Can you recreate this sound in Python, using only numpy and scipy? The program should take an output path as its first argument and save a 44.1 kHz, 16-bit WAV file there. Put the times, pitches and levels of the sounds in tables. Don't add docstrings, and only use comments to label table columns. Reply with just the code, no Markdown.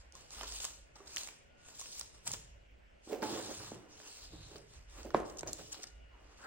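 import sys
import numpy as np
from scipy import signal
from scipy.fft import rfft, irfft, next_fast_len
from scipy.io import wavfile
from scipy.ndimage import uniform_filter1d, map_coordinates

SR = 44100
rng = np.random.default_rng(int(sys.argv[2]) if len(sys.argv) > 2 else 0)


def log_audio(samples):
    frames = np.atleast_2d(samples).T
    limited = np.clip(frames, -1, 1)
    pcm = np.round(limited * 32767).astype(np.int16)
    wavfile.write(sys.argv[1], SR, pcm)


def convert_level_to_amplitude(level_db):
    exponent = np.asarray(level_db, float) / 20
    return 10 ** exponent


N = 285050
GAIN_STEP = 32

# [f/Hz, level/dB per Hz]
AIR = [(53, -4.5), (90, -3.5), (145, -8), (165, -11.5), (244, -11.5), (360, -13), (606, -7.5),
       (1190, -20.5), (1410, -16.5), (2830, -16), (3830, -30), (4650, -29), (8000, -34), (16000, -36.5)]
# [f/Hz, correlation]
AIR_ALIKE = [(60, 0.64), (130, 0.04), (300, 0.32), (700, -0.63), (7000, 0.57), (15000, -0.1)]
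AIR_DB = -68.5
# [f/Hz, level/dB per Hz]
RUMBLE = [(20, -26), (38, -6), (52, 1.5), (65, -4), (85, -18.5), (130, -31)]
# [t/s, length/s, first level/dB, last level/dB]
SURGES = [(0, 0.12, -57, -63), (.36, 0.28, -56, -59), (.8, 0.76, -63.5, -82.5), (1.75, 0.83, -78, -57),
          (2.73, 0.14, -63, -64.5), (3.05, 0.73, -67, -75), (4.2, 0.16, -64, -54), (4.57, 0.04, -60, -77),
          (4.78, 0.49, -52.5, -57.5), (5.12, 0.38, -76, -55.5), (5.93, 0.092, -57.5, -52),
          (6.25, 0.19, -61, -75)]
SURGE_GRIP_S, SURGE_FADE_DB_S = 0.1, 84
# [f/Hz, level/dB]
WHINE = [(560, -83), (2140, -89)]
# [t/s, length/s, first level/dB, last level/dB]
WHISTLES = [
    (0, 0.17, -82, -75),
    (.74, 0.12, -76, -81),
    (1.5, 0.18, -75.5, -69),
    (3.9, 1.7, -84, -86),
    (5.82, 0.35, -70.5, -81),
]
# [t/s, length/s, first level/dB, last level/dB]
OCTAVES = [
    (0.104, 0.65, -81, -72),
    (1.292, 1.37, -83, -78.5),
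    (3.498, 3.8, -81.5, -78),
    (5.593, 0.57, -77, -73.5),
]
WHISTLE_HZ, WHISTLE_GRIP_S, WHISTLE_FADE_DB_S = 1443, 0.1, 198
# [t/s, length/s, first level/dB, last level/dB]
LEANS = [
    (.15, 1.8, -74.5, -85.5),
    (2.285, 0.26, -54, -75.5),
    (3.2, 0.21, -62.5, -58),
    (3.58, 0.16, -59.5, -56.5),
    (4.33, 0.48, -59, -69.5),
    (5.18, 0.015, -48, -56),
    (5.4, 0.043, -73, -56),
    (5.6, .05, -59.5, -64.5),
    (5.75, 0.63, -76, -86),
]
# [f/Hz, level/dB per Hz]
LEAN = [(70, -26), (95, 0.5), (130, 0), (170, -4.5), (240, -20.5)]
LEAN_GRIP_S, LEAN_FADE_DB_S = 0.05, 106

# [t/s, length/s, first level/dB, last level/dB, mid rasp over it/dB]
PRESSES = [(0, 0.011, -77, -76.5, 2), (0.153, 0.18, -68.5, -76, 2), (0.319, 0.12, -62, -58.5, 0.5),
           (0.475, 0.093, -57.5, -54, -7), (0.618, 0.034, -54, -54.5, -5.5), (0.963, 0.06, -73, -75, -15),
           (1.061, 0.092, -71, -58.5, -11), (1.184, 0.081, -53, -60.5, -7), (1.584, 0.11, -83, -66.5, 1),
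           (1.724, 0.035, -74, -62, -15), (1.795, 0.049, -56.5, -58.5, -11), (1.863, 0.087, -65, -56, -26),
           (1.977, 0.013, -58.5, -60.5, -7.5), (2.128, 0.017, -89, -71, 4.5),
           (2.273, 0.014, -50.5, -55.5, -5), (2.337, 0.024, -49.5, -64, -11),
           (3.041, 0.055, -72, -63.5, -13), (3.235, 0.46, -54, -60.5, -2.5), (3.899, 0.18, -76, -62.5, 0),
           (4.118, 0.13, -65, -63.5, -5), (4.326, 0.24, -72, -69, 2.5), (4.576, 0.17, -99, -68.5, 2.5),
           (4.893, 0.11, -75, -64.5, 4.5), (5.164, 0.02, -67, -75, -22), (5.258, 0.073, -66.5, -72.5, -15),
           (5.48, 0.039, -76, -63, -10), (5.587, 0.26, -62.5, -72, -12), (5.723, 0.1, -63.5, -69.5, 2.5),
           (6.104, 0.23, -97, -78, 7), (6.373, 0.069, -76, -70.5, 0)]
PRESS_GRIP_S, PRESS_FADE_DB_S = 0.026, 133
# [t/s, length/s, first level/dB, last level/dB, mid rasp over it/dB]
SLIDES = [(0.136, 0.075, -61.5, -63.5, -20), (0.329, 0.11, -68, -57, -7), (0.421, .05, -59, -64, 0),
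          (0.458, 0.26, -67.5, -67, -20), (0.959, 0.022, -61, -65.5, 1), (0.997, 0.037, -65, -65, -2),
          (1.044, 0.27, -63, -68, -1.5), (1.664, 0.031, -72, -68, -1), (1.73, .3, -74.5, -69.5, -1.5),
          (2.259, 0.014, -57.5, -66, -5), (2.338, 0.033, -53.5, -63.5, -9), (3.062, 0.064, -67, -36.5, -16),
          (3.141, 0.022, -47, -49.5, -27), (3.225, 0.037, -32, -41.5, -9.5),
          (3.287, 0.048, -42, -39.5, -11), (3.358, 0.043, -46, -43.5, -6.5),
          (3.436, 0.074, -55.5, -46, -6.5), (3.599, 0.16, -53.5, -67.5, -2), (3.719, 0.24, -57, -65.5, -6),
          (4.002, 0.39, -60.5, -78, -13), (4.322, 0.031, -67, -58.5, -28), (4.483, 0.078, -62, -53, -33),
          (4.918, 0.069, -78, -54, -7), (5.044, 0.0063, -68, -45, -31), (5.147, 0.1, -37, -53, -4.5),
          (5.292, 0.15, -53, -62.5, -6), (5.467, 0.025, -43.5, -49.5, -9), (5.582, 0.0096, -58, -49, -10),
          (5.676, 0.12, -70, -57, -22), (6.115, 0.22, -69.5, -67.5, -1), (6.386, 0.063, -71, -58.5, 4)]
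SLIDE_GRIP_S, SLIDE_FADE_DB_S = 0.0094, 171.5
# [f/Hz, level/dB per Hz]
CRINKLE = [(1500, -30), (2500, -6), (4500, -2), (7000, 0), (8600, -.5), (10500, -3), (11800, -6),
           (12800, -9), (14500, -15), (15800, -17)]
LOW_SPLIT_HZ, LOW_FOLLOWS = 5400, 0.25
# [f/Hz, level/dB per Hz]
DRAG = [(130, -27.5), (220, 1), (400, 3.5), (800, 0.5), (1200, -39), (1800, -18)]
# [f/Hz, level/dB per Hz]
RASP = [(500, -3), (700, 4.5), (1000, 7.5), (1400, 5), (1750, 3), (2100, -1), (3500, -13), (6000, -24.5)]
# [f/Hz, width/Hz, level/dB]
TABLE = [(223, 11, 1.5), (307, 19, 1), (369, 144, -5), (436, 8, 4), (545, 59, -4), (730, 21, -5.5),
         (858, 2.5, 14), (950, 24, -26)]
# [t/s, peak level/dB, centre f/Hz, low body level/dB]
SNAPS_RIGHT = [(.123, -44, 6500, -32), (0.306, -38, 6100, -11), (.411, -35.5, 3240, 3.5),
               (0.4328, -33.5, 6840, 0.5), (0.479, -35, 4900, -16), (0.522, -31, 5370, -10),
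               (.546, -48, 4000, -18), (0.6036, -32, 7000, -6), (0.6509, -22.5, 7200, -13),
               (0.956, -66, 2940, -13), (1.162, -24, 6700, -15), (1.1815, -38, 4870, -28),
               (1.0715, -49, 5030, -2), (1.2092, -42, 6900, 3), (1.2345, -32, 7340, -14),
               (1.2736, -34, 7500, -8), (1.2871, -37.5, 2400, -6), (1.8046, -34.5, 6600, -24),
               (2.0114, -27.5, 5400, -8.5), (2.336, -22.5, 6560, -12), (3.228, -35.5, 2240, 1.5),
               (3.9999, -49, 3580, 4), (4.558, -44, 4000, 0), (3.2207, -38, 5260, -11),
               (5.031, -42.5, 6030, -15), (5.053, -49.5, 6400, -7), (5.8692, -45, 5630, -8)]
# [t/s, peak level/dB, centre f/Hz, low body level/dB]
SNAPS_LEFT = [(0.1527, -37, 7560, -32), (0.6438, -26, 7350, -7), (1.1694, -24.5, 2940, -13.5),
              (1.6858, -47, 7060, 6), (1.796, -33, 8000, -12), (1.8128, -32.5, 7200, -13),
              (1.8584, -39.5, 3050, -5), (1.925, -42, 4200, -19), (1.955, -51.5, 2500, 0),
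              (1.9958, -27.5, 7650, -29), (2.27, -31.5, 7250, 0), (2.2756, -21, 7940, -28),
              (2.2772, -30, 3030, -6), (2.307, -43, 1900, 5.5), (2.3165, -26, 7000, -25),
              (2.3429, -35, 3060, -3), (2.351, -42, 3080, -5), (3.1307, -38.5, 2500, -3.5),
              (3.147, -41, 2750, -10), (3.244, -46, 3900, 1), (5.105, -44, 5460, 7),
              (5.169, -39, 6400, -28), (5.179, -62, 3400, -18), (5.2015, -46, 7040, -21),
              (5.2985, -51, 5740, -17), (5.372, -42, 6760, -20), (5.4083, -33.5, 6700, -13),
              (5.4315, -36, 2100, 1.5), (5.4736, -33, 6600, -14), (5.531, -24, 7300, -45),
              (5.569, -44, 6200, -17), (5.7245, -48, 7400, -23), (5.7439, -41, 4530, -0.5),
              (5.839, -39.5, 5170, 1)]
RIGHT_PAN_DB, LEFT_PAN_DB = -5, 2
# [t/s, peak level/dB, f/Hz, t60/s]
BUMPS = [(0.151, -51, 1050, 0.072), (0.41, -32.5, 1200, 0.017), (0.433, -41.5, 1030, 0.048),
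         (0.956, -55, 870, 0.083), (0.962, -55, 1245, .05), (1.003, -50, 1150, .04),
         (1.004, -48.5, 394, 0.11), (1.815, -47, 1080, .04), (2.286, -52.5, 206, 0.052),
         (3.073, -41.5, 322, 0.054), (3.099, -38, 350, .05), (3.109, -37, 418, 0.062),
         (3.127, -29, 436, 0.055), (3.136, -33, 417, 0.029), (3.146, -37, 350, 0.045),
         (3.157, -34, 470, 0.034), (3.17, -40, 480, .08), (3.2, -39, 522, 0.079), (3.2228, -33, 860, 0.07),
         (3.228, -30.5, 311.5, .12), (3.2265, -32.5, 1450, .03), (3.252, -32, 327, 0.068),
         (3.285, -40, 795, 0.061), (3.36, -41, 403, .05), (3.378, -38, 330, 0.059),
         (3.472, -42, 330, 0.044), (3.227, -33, 859, 0.2), (3.245, -52, 865, 0.12), (3.305, -34, 350, .06),
         (3.328, -34, 336, 0.072), (3.729, -40, 220, 0.022), (3.752, -46, 380, 0.12),
         (4.334, -43, 307, 0.074), (4.0, -48, 605, 0.03), (4.515, -42.5, 392, 0.035),
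         (4.556, -39.5, 419, 0.058), (5.049, -44, 600, 0.036), (5.059, -33, 325, 0.046),
         (5.067, -41, 380, 0.052), (5.107, -44, 450, .03), (5.158, -36, 1100, 0.018),
         (5.167, -30, 420, 0.037), (5.179, -31, 560, .025), (5.201, -34, 396, 0.026),
         (5.473, -39, 330, 0.038), (5.484, -38, 600, 0.036), (5.49, -38.5, 590, 0.042),
         (5.594, -48, 430, 0.074), (6.148, -57.5, 955, 0.057)]
# [t/s, rise/s, fall/s, level/dB, centre f/Hz]
SKIDS = [(0.602, 0.0011, 0.0059, -47, 3180), (0.621, 0.0068, 0.023, -48, 7200),
         (.957, .001, 0.0096, -57, 4840), (1.182, 0.0015, 0.0018, -34, 4900),
         (1.93, 0.0046, .008, -56, 6500), (5.371, .001, .005, -48.5, 6400),
         (5.3868, 0.0024, .002, -39, 5950), (5.393, 0.0022, 0.0026, -37, 5960),
         (5.399, .001, 0.0036, -47, 5500), (5.41, 0.0011, 0.0057, -50, 5960),
         (5.871, .001, 0.0047, -46.5, 5500), (5.884, .001, 0.0027, -60, 4800),
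         (5.752, 0.0026, .003, -54, 4800), (5.299, 0.0017, 0.0049, -51, 5800),
         (.33, .004, 0.011, -59.5, 7500), (1.075, 0.0033, 0.0064, -53.5, 5000),
         (1.21, .002, 0.0037, -55, 7000), (3.935, 0.025, 0.016, -62, 5400), (.645, .001, 0.0035, -44, 2500),
         (4.564, 0.0022, .004, -59, 4500), (4.582, .002, .004, -59, 6200),
         (5.478, 0.0033, 0.022, -44, 5750), (5.731, 0.0092, 0.0041, -43.5, 7200),
         (5.746, 0.002, 0.0074, -60, 3500), (5.84, 0.011, 0.0026, -41, 5800)]
SKID_WIDTH = 0.25

TAP_S, TAP_DB = 5.1457, -8.5
# [t/s, peak level/dB, pitch over the tap/ratio]
LIGHT_TAPS = [
    (3.7183, -32, 0.66),
    (5.4319, -28.5, 0.885),
]
# [f/Hz, level/dB, t60/s]
WOOD = [(224, -27, 0.11), (350, -22, 0.042), (510, -14, 0.048), (1050, -7, 0.015), (1350, -28.5, 0.037)]
# [t/s, length/s, first level/dB, last level/dB, first f/Hz, last f/Hz, width/Hz]
SWINGS = [
    (4.018, 0.51, -62, -68.5, 5240, 3800, 603),
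    (6.39, 0.076, -73, -47, 1450, 1500, 350),
]

# [f/Hz, t60/s]
WALLS = [(200, 1), (800, 0.62), (3000, 0.73), (10000, 0.33)]
ECHO_TOP_HZ = 2600
# [f/Hz, level/dB]
CENTRE = [(5000, 0), (7200, -3), (8700, -5), (10000, -15), (13000, -12), (14200, 1), (15500, 4)]
# [t/s, length/s]
OPEN = [(.41, .03), (.475, .03), (.645, .05), (1.07, .025), (1.175, .015), (1.295, .05), (1.815, .04),
        (2.005, .04), (2.26, .05), (2.335, .035), (4.7, .02), (4.83, .02), (5.1, .025), (5.36, .05),
        (5.53, .015), (5.72, .06), (5.835, .03)]


def unit(x):
    return x / np.sqrt(np.mean(x ** 2) + 1e-20)


def along(points, hz):
    f, v = np.transpose(points)
    return np.interp(np.log(hz + 1), np.log(f + 1), v, left=v[0], right=v[-1])


def wobble(rate):
    return map_coordinates(rng.standard_normal(int(N * rate / SR) + 4), [np.arange(N) * rate / SR])


def filtered(x, response):
    m = next_fast_len(N + SR // 2)
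    return irfft(rfft(x, m) * response(np.fft.rfftfreq(m, 1 / SR)), m)[..., :N]


def ports(x, lag_s, pan_db):
    half = np.array([[.5], [-.5]])
    return filtered(x[None], lambda hz: convert_level_to_amplitude(pan_db * half) * np.exp(-2j * np.pi * hz * lag_s * half))


def strokes(rows, grip_s, fade_db_s):
    t = np.arange(0, N, GAIN_STEP) / SR
    gains = []
    for s, span, first_db, last_db, *_ in rows:
        drift = np.interp(t, [s, s + span], [first_db, last_db])
        grip = 20 * np.minimum(t - s, 0) / grip_s
        fade = fade_db_s * np.maximum(t - s - span, 0)
        gains.append(convert_level_to_amplitude(drift + grip - fade))
    return np.array(gains)


def joined(gains):
    return np.interp(np.arange(N), np.arange(0, N, GAIN_STEP), np.sqrt(np.sum(gains ** 2, 0)))


def patchy(x, depth_db):
    z = signal.stft(x, nperseg=512)[2]
    field = uniform_filter1d(uniform_filter1d(rng.standard_normal(z.shape[1:]), 12, 0), 12, 1)
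    field = field - field[20:120].mean(0)
    return unit(signal.istft(z * convert_level_to_amplitude(depth_db * unit(field)), nperseg=512)[1][:, :N])


def background():
    surge = joined(strokes(SURGES, SURGE_GRIP_S, SURGE_FADE_DB_S))
    weight = joined(strokes(LEANS, LEAN_GRIP_S, LEAN_FADE_DB_S))
    whistle = joined(strokes(WHISTLES, WHISTLE_GRIP_S, WHISTLE_FADE_DB_S))
    octave = joined(strokes(OCTAVES, WHISTLE_GRIP_S, WHISTLE_FADE_DB_S))

    angle = lambda hz: np.arccos(np.clip(along(AIR_ALIKE, hz), -1, 1)) / 2
    pair = rng.standard_normal((2, N))
    mid, side = filtered(pair, lambda hz: convert_level_to_amplitude(along(AIR, hz)) * np.array([np.cos(angle(hz)), np.sin(angle(hz))]))
    air = convert_level_to_amplitude(AIR_DB + 4.0 + 0.26 * wobble(4.9)) * unit(np.array([mid + side, mid - side]))
    rumble = unit(filtered(rng.standard_normal(N), lambda hz: convert_level_to_amplitude(along(RUMBLE, hz)) * (hz < 140)))

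    t = np.arange(N) / SR
    lines = 0
    for hz, db in WHINE:
        lines = lines + convert_level_to_amplitude(db + 2.2 * wobble(4.7)) * np.sin(2 * np.pi * hz * t + 0.62 * wobble(18))
    phase = 2 * np.pi * WHISTLE_HZ * t + 0.24 * wobble(13)
    lines = lines + whistle * np.sin(phase) + octave * np.sin(2 * phase)

    lean = unit(filtered(rng.standard_normal(N), lambda hz: convert_level_to_amplitude(along(LEAN, hz)) * (hz < 260)))
    air = np.sqrt(np.mean(air ** 2)) * patchy(air, depth_db=1.5)
    low = (surge + convert_level_to_amplitude(-82.0)) * rumble + weight * lean
    return air + low * convert_level_to_amplitude([[-.9], [.9]]) + lines * convert_level_to_amplitude([[1.5], [-3]])


def scratch(spectrum, grain_db, clump_db, lag_s, pan_db, spread):
    slips = convert_level_to_amplitude(grain_db * wobble(350) + clump_db * wobble(28))
    colour = lambda hz: convert_level_to_amplitude(along(spectrum, hz))
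    direct = ports(unit(filtered(slips * rng.standard_normal(N), colour)), lag_s, pan_db)
    scattered = unit(filtered(slips * rng.standard_normal((2, N)), colour))
    return np.sqrt(1 - spread) * direct + np.sqrt(spread) * scattered


def table_top(f):
    return 0.5 + sum(convert_level_to_amplitude(db) * 1j * f * w / (c * c - f * f + 1j * f * w) for c, w, db in TABLE)


def rubbing():
    press = strokes(PRESSES, PRESS_GRIP_S, PRESS_FADE_DB_S)
    slide = strokes(SLIDES, SLIDE_GRIP_S, SLIDE_FADE_DB_S)
    scrape = joined(np.vstack([press, slide]) * convert_level_to_amplitude([[row[-1]] for row in PRESSES + SLIDES]))

    crinkle = scratch(CRINKLE, grain_db=1.5, clump_db=.6, lag_s=92e-6, pan_db=0, spread=.36)
    crinkle = patchy(crinkle, depth_db=2.0)
    drag = scratch(DRAG, grain_db=2, clump_db=1.5, lag_s=30e-6, pan_db=-6, spread=0.19)
    drag = unit(filtered(drag, table_top))
    rasp = scratch(RASP, grain_db=1.8, clump_db=.8, lag_s=70e-6, pan_db=-3, spread=0.4)

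    low = filtered(crinkle, lambda hz: 1 / (1 + (hz / LOW_SPLIT_HZ) ** 6))
    low_gain = joined(press * convert_level_to_amplitude([[LOW_FOLLOWS * (row[-1] + 8)] for row in PRESSES]))
    pleats = convert_level_to_amplitude(10.5) * (joined(press) * (crinkle - low) + low_gain * low)
    return pleats + skidding(crinkle) + convert_level_to_amplitude(-2.0) * joined(slide) * drag + scrape * rasp


def snaps():
    out, t = np.zeros((2, N + SR)), np.arange(SR // 40) / SR
    low = signal.butter(2, [400, 2000], "band", fs=SR)
    burst = (t / .0005) * np.exp(1 - t / .0005)
    shape = burst + .4 * convert_level_to_amplitude(-60 * t / .012) + .1 * convert_level_to_amplitude(-60 * t / .03)
    rows = [(*row, RIGHT_PAN_DB) for row in SNAPS_RIGHT] + [(*row, LEFT_PAN_DB) for row in SNAPS_LEFT]
    for s, db, hz, body_db, pan_db in rows:
        noise = rng.standard_normal((4, len(t)))
        crack = noise[0] + 1.9 * noise[1:3]
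        own = signal.butter(2, [hz * .85, hz * 1.18], "band", fs=SR)
        high = signal.butter(3, [hz * .6, 11500], "band", fs=SR)
        ring = signal.lfilter(*own, crack) + .3 * signal.lfilter(*high, crack)
        ring = shape * ring / np.abs(shape * ring).max()
        pop = convert_level_to_amplitude(body_db - 1.0) * signal.lfilter(*low, noise[3])
        snap = convert_level_to_amplitude(db + 2.5) * (ring + shape ** 0.51 * pop)
        out[:, round(s * SR):][:, :len(t)] += snap * convert_level_to_amplitude([[pan_db / 4], [-pan_db / 4]])
    late = filtered(out[0, :N], lambda hz: np.exp(-2j * np.pi * hz * 92e-6))
    return np.array([late, out[1, :N]])


def knocks():
    out, t = np.zeros(N + SR), np.arange(SR // 3) / SR
    low = signal.butter(3, [150, 1200], "band", fs=SR)
    for s, db, hz, t60 in BUMPS:
        thud = np.sin(2 * np.pi * hz * t) + 0.89 * signal.lfilter(*low, rng.standard_normal(len(t)))
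        decay = convert_level_to_amplitude(db - 1 - 60 * t / min(t60, .25))
        out[round(s * SR):][:len(t)] += decay * (1 - np.exp(-t / .001)) * thud
    for s, db, pitch in [(TAP_S, TAP_DB, 1)] + LIGHT_TAPS:
        out[round(s * SR):][:len(t)] += convert_level_to_amplitude(db) * tap(t, pitch)
    return ports(out[:N], lag_s=5e-6, pan_db=-3.0)


def skidding(noise):
    out, t = np.zeros((2, N)), np.arange(-SR // 20, SR // 10) / SR
    f = np.fft.rfftfreq(len(t), 1 / SR) + 1
    for s, rise, fall, db, hz in SKIDS:
        at = slice(round(s * SR) - SR // 20, round(s * SR) + SR // 10)
        colour = .3 + np.exp(-(np.log(f / hz) / SKID_WIDTH) ** 2)
        hiss = unit(irfft(rfft(noise[:, at]) * colour, len(t)))
        swell = np.exp(-(np.minimum(t, 0) / rise) ** 2 - (np.maximum(t, 0) / fall) ** 2)
        out[:, at] += convert_level_to_amplitude(db) * swell * hiss
    return out


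def tap(t, pitch):
    cycles = pitch * (260 * t + 880 * .002 * (1 - np.exp(-t / .002)))
    bend = (1 - np.exp(-(t / .001) ** 2)) * np.exp(-t * pitch / .002) * np.sin(2 * np.pi * cycles)
    ring = sum(convert_level_to_amplitude(db - 60 * t / t60) * np.sin(2 * np.pi * hz * pitch * t) for hz, db, t60 in WOOD)
    card = .6 * np.sin(2 * np.pi * 3600 * t) + np.sin(2 * np.pi * 2300 * t)
    tick = convert_level_to_amplitude(-20 - 60 * t / .004) * card
    return 1.5 * bend + ring * (1 - np.exp(-t / .0007)) + pitch ** 2 * tick


def swing():
    out = 0
    for row in SWINGS:
        s, span, _, _, first_hz, last_hz, width_hz = row
        hz, t, z = signal.stft(rng.standard_normal((2, N)), SR, nperseg=512)
        centre = first_hz + (last_hz - first_hz) * np.sqrt(np.clip((t - s) / span, 0, 1))
        centre = centre * (1 + .05 * np.interp(t, np.arange(N) / SR, wobble(14)))
        resonance = np.exp(-((hz[:, None] - centre) / width_hz) ** 2)
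        hiss = signal.istft(z * resonance, SR, nperseg=512)[1][:, :N]
        hiss = hiss * convert_level_to_amplitude(3 * wobble(18))
        out = out + joined(strokes([row], grip_s=0.086, fade_db_s=200)) * unit(hiss)
    return out


def room(x):
    hz, t, z = signal.stft(rng.standard_normal((2, SR // 2)), SR, nperseg=256)
    tail = signal.istft(z * convert_level_to_amplitude(-60 * t / along(WALLS, hz)[:, None]), SR, nperseg=256)[1]
    late = np.pad(x, (250, 0))[None]
    return signal.fftconvolve(late, tail / np.linalg.norm(tail[0]), axes=1)[:, :N]


def scene():
    folds, wood = snaps(), knocks()
    dull = filtered(wood[1], lambda hz: 1 / (1 + 1j * hz / ECHO_TOP_HZ) ** 3)
    echoes = convert_level_to_amplitude(-10) * room(folds[1]) + convert_level_to_amplitude(-10.0) * room(dull)
    return folds + wood + echoes + rubbing() + background() + swing()


def starve(x, lo_hz, hi_hz, keep):
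    hz, t, z = signal.stft(x, SR, nperseg=1024)
    bins = np.flatnonzero((hz > lo_hz) & (hz < hi_hz))
    for block in np.array_split(bins, max(1, round((hi_hz - lo_hz) / 330))):
        level = 10 * np.log10(np.mean(abs(z[block]) ** 2, 0) + 1e-20)
        z[block] *= keep(level + rng.normal(0, 5, len(t)), t)
    return signal.istft(z, SR, nperseg=1024)[1][:N]


def roll_off(x):
    return signal.sosfilt(signal.butter(12, 16790, fs=SR, output="sos"), x)


def record(dry):
    mid = filtered((dry[0] + dry[1]) / 2, lambda hz: convert_level_to_amplitude(along(CENTRE, hz)))
    side = (dry[0] - dry[1]) / 2
    is_open = lambda db, t: sum(abs(t - s) < span / 2 + .003 for s, span in OPEN) > 0
    mid = starve(mid, 9100, 9600, lambda db, t: db > -84)
    mid = starve(mid, 9600, 13700, is_open)
    mid = starve(mid, 13700, 16000, lambda db, t: (db > -100) & (abs(t - TAP_S - .05) > .07))
    side = starve(side, 13500, 14700, lambda db, t: db > -108)
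    side = starve(side, 14700, 16000, lambda db, t: db > -87)
    mix = filtered(np.array([mid + side, mid - side]), lambda hz: hz < 15900)
    return roll_off(mix)


dry = scene()
out = record(dry)
log_audio(out)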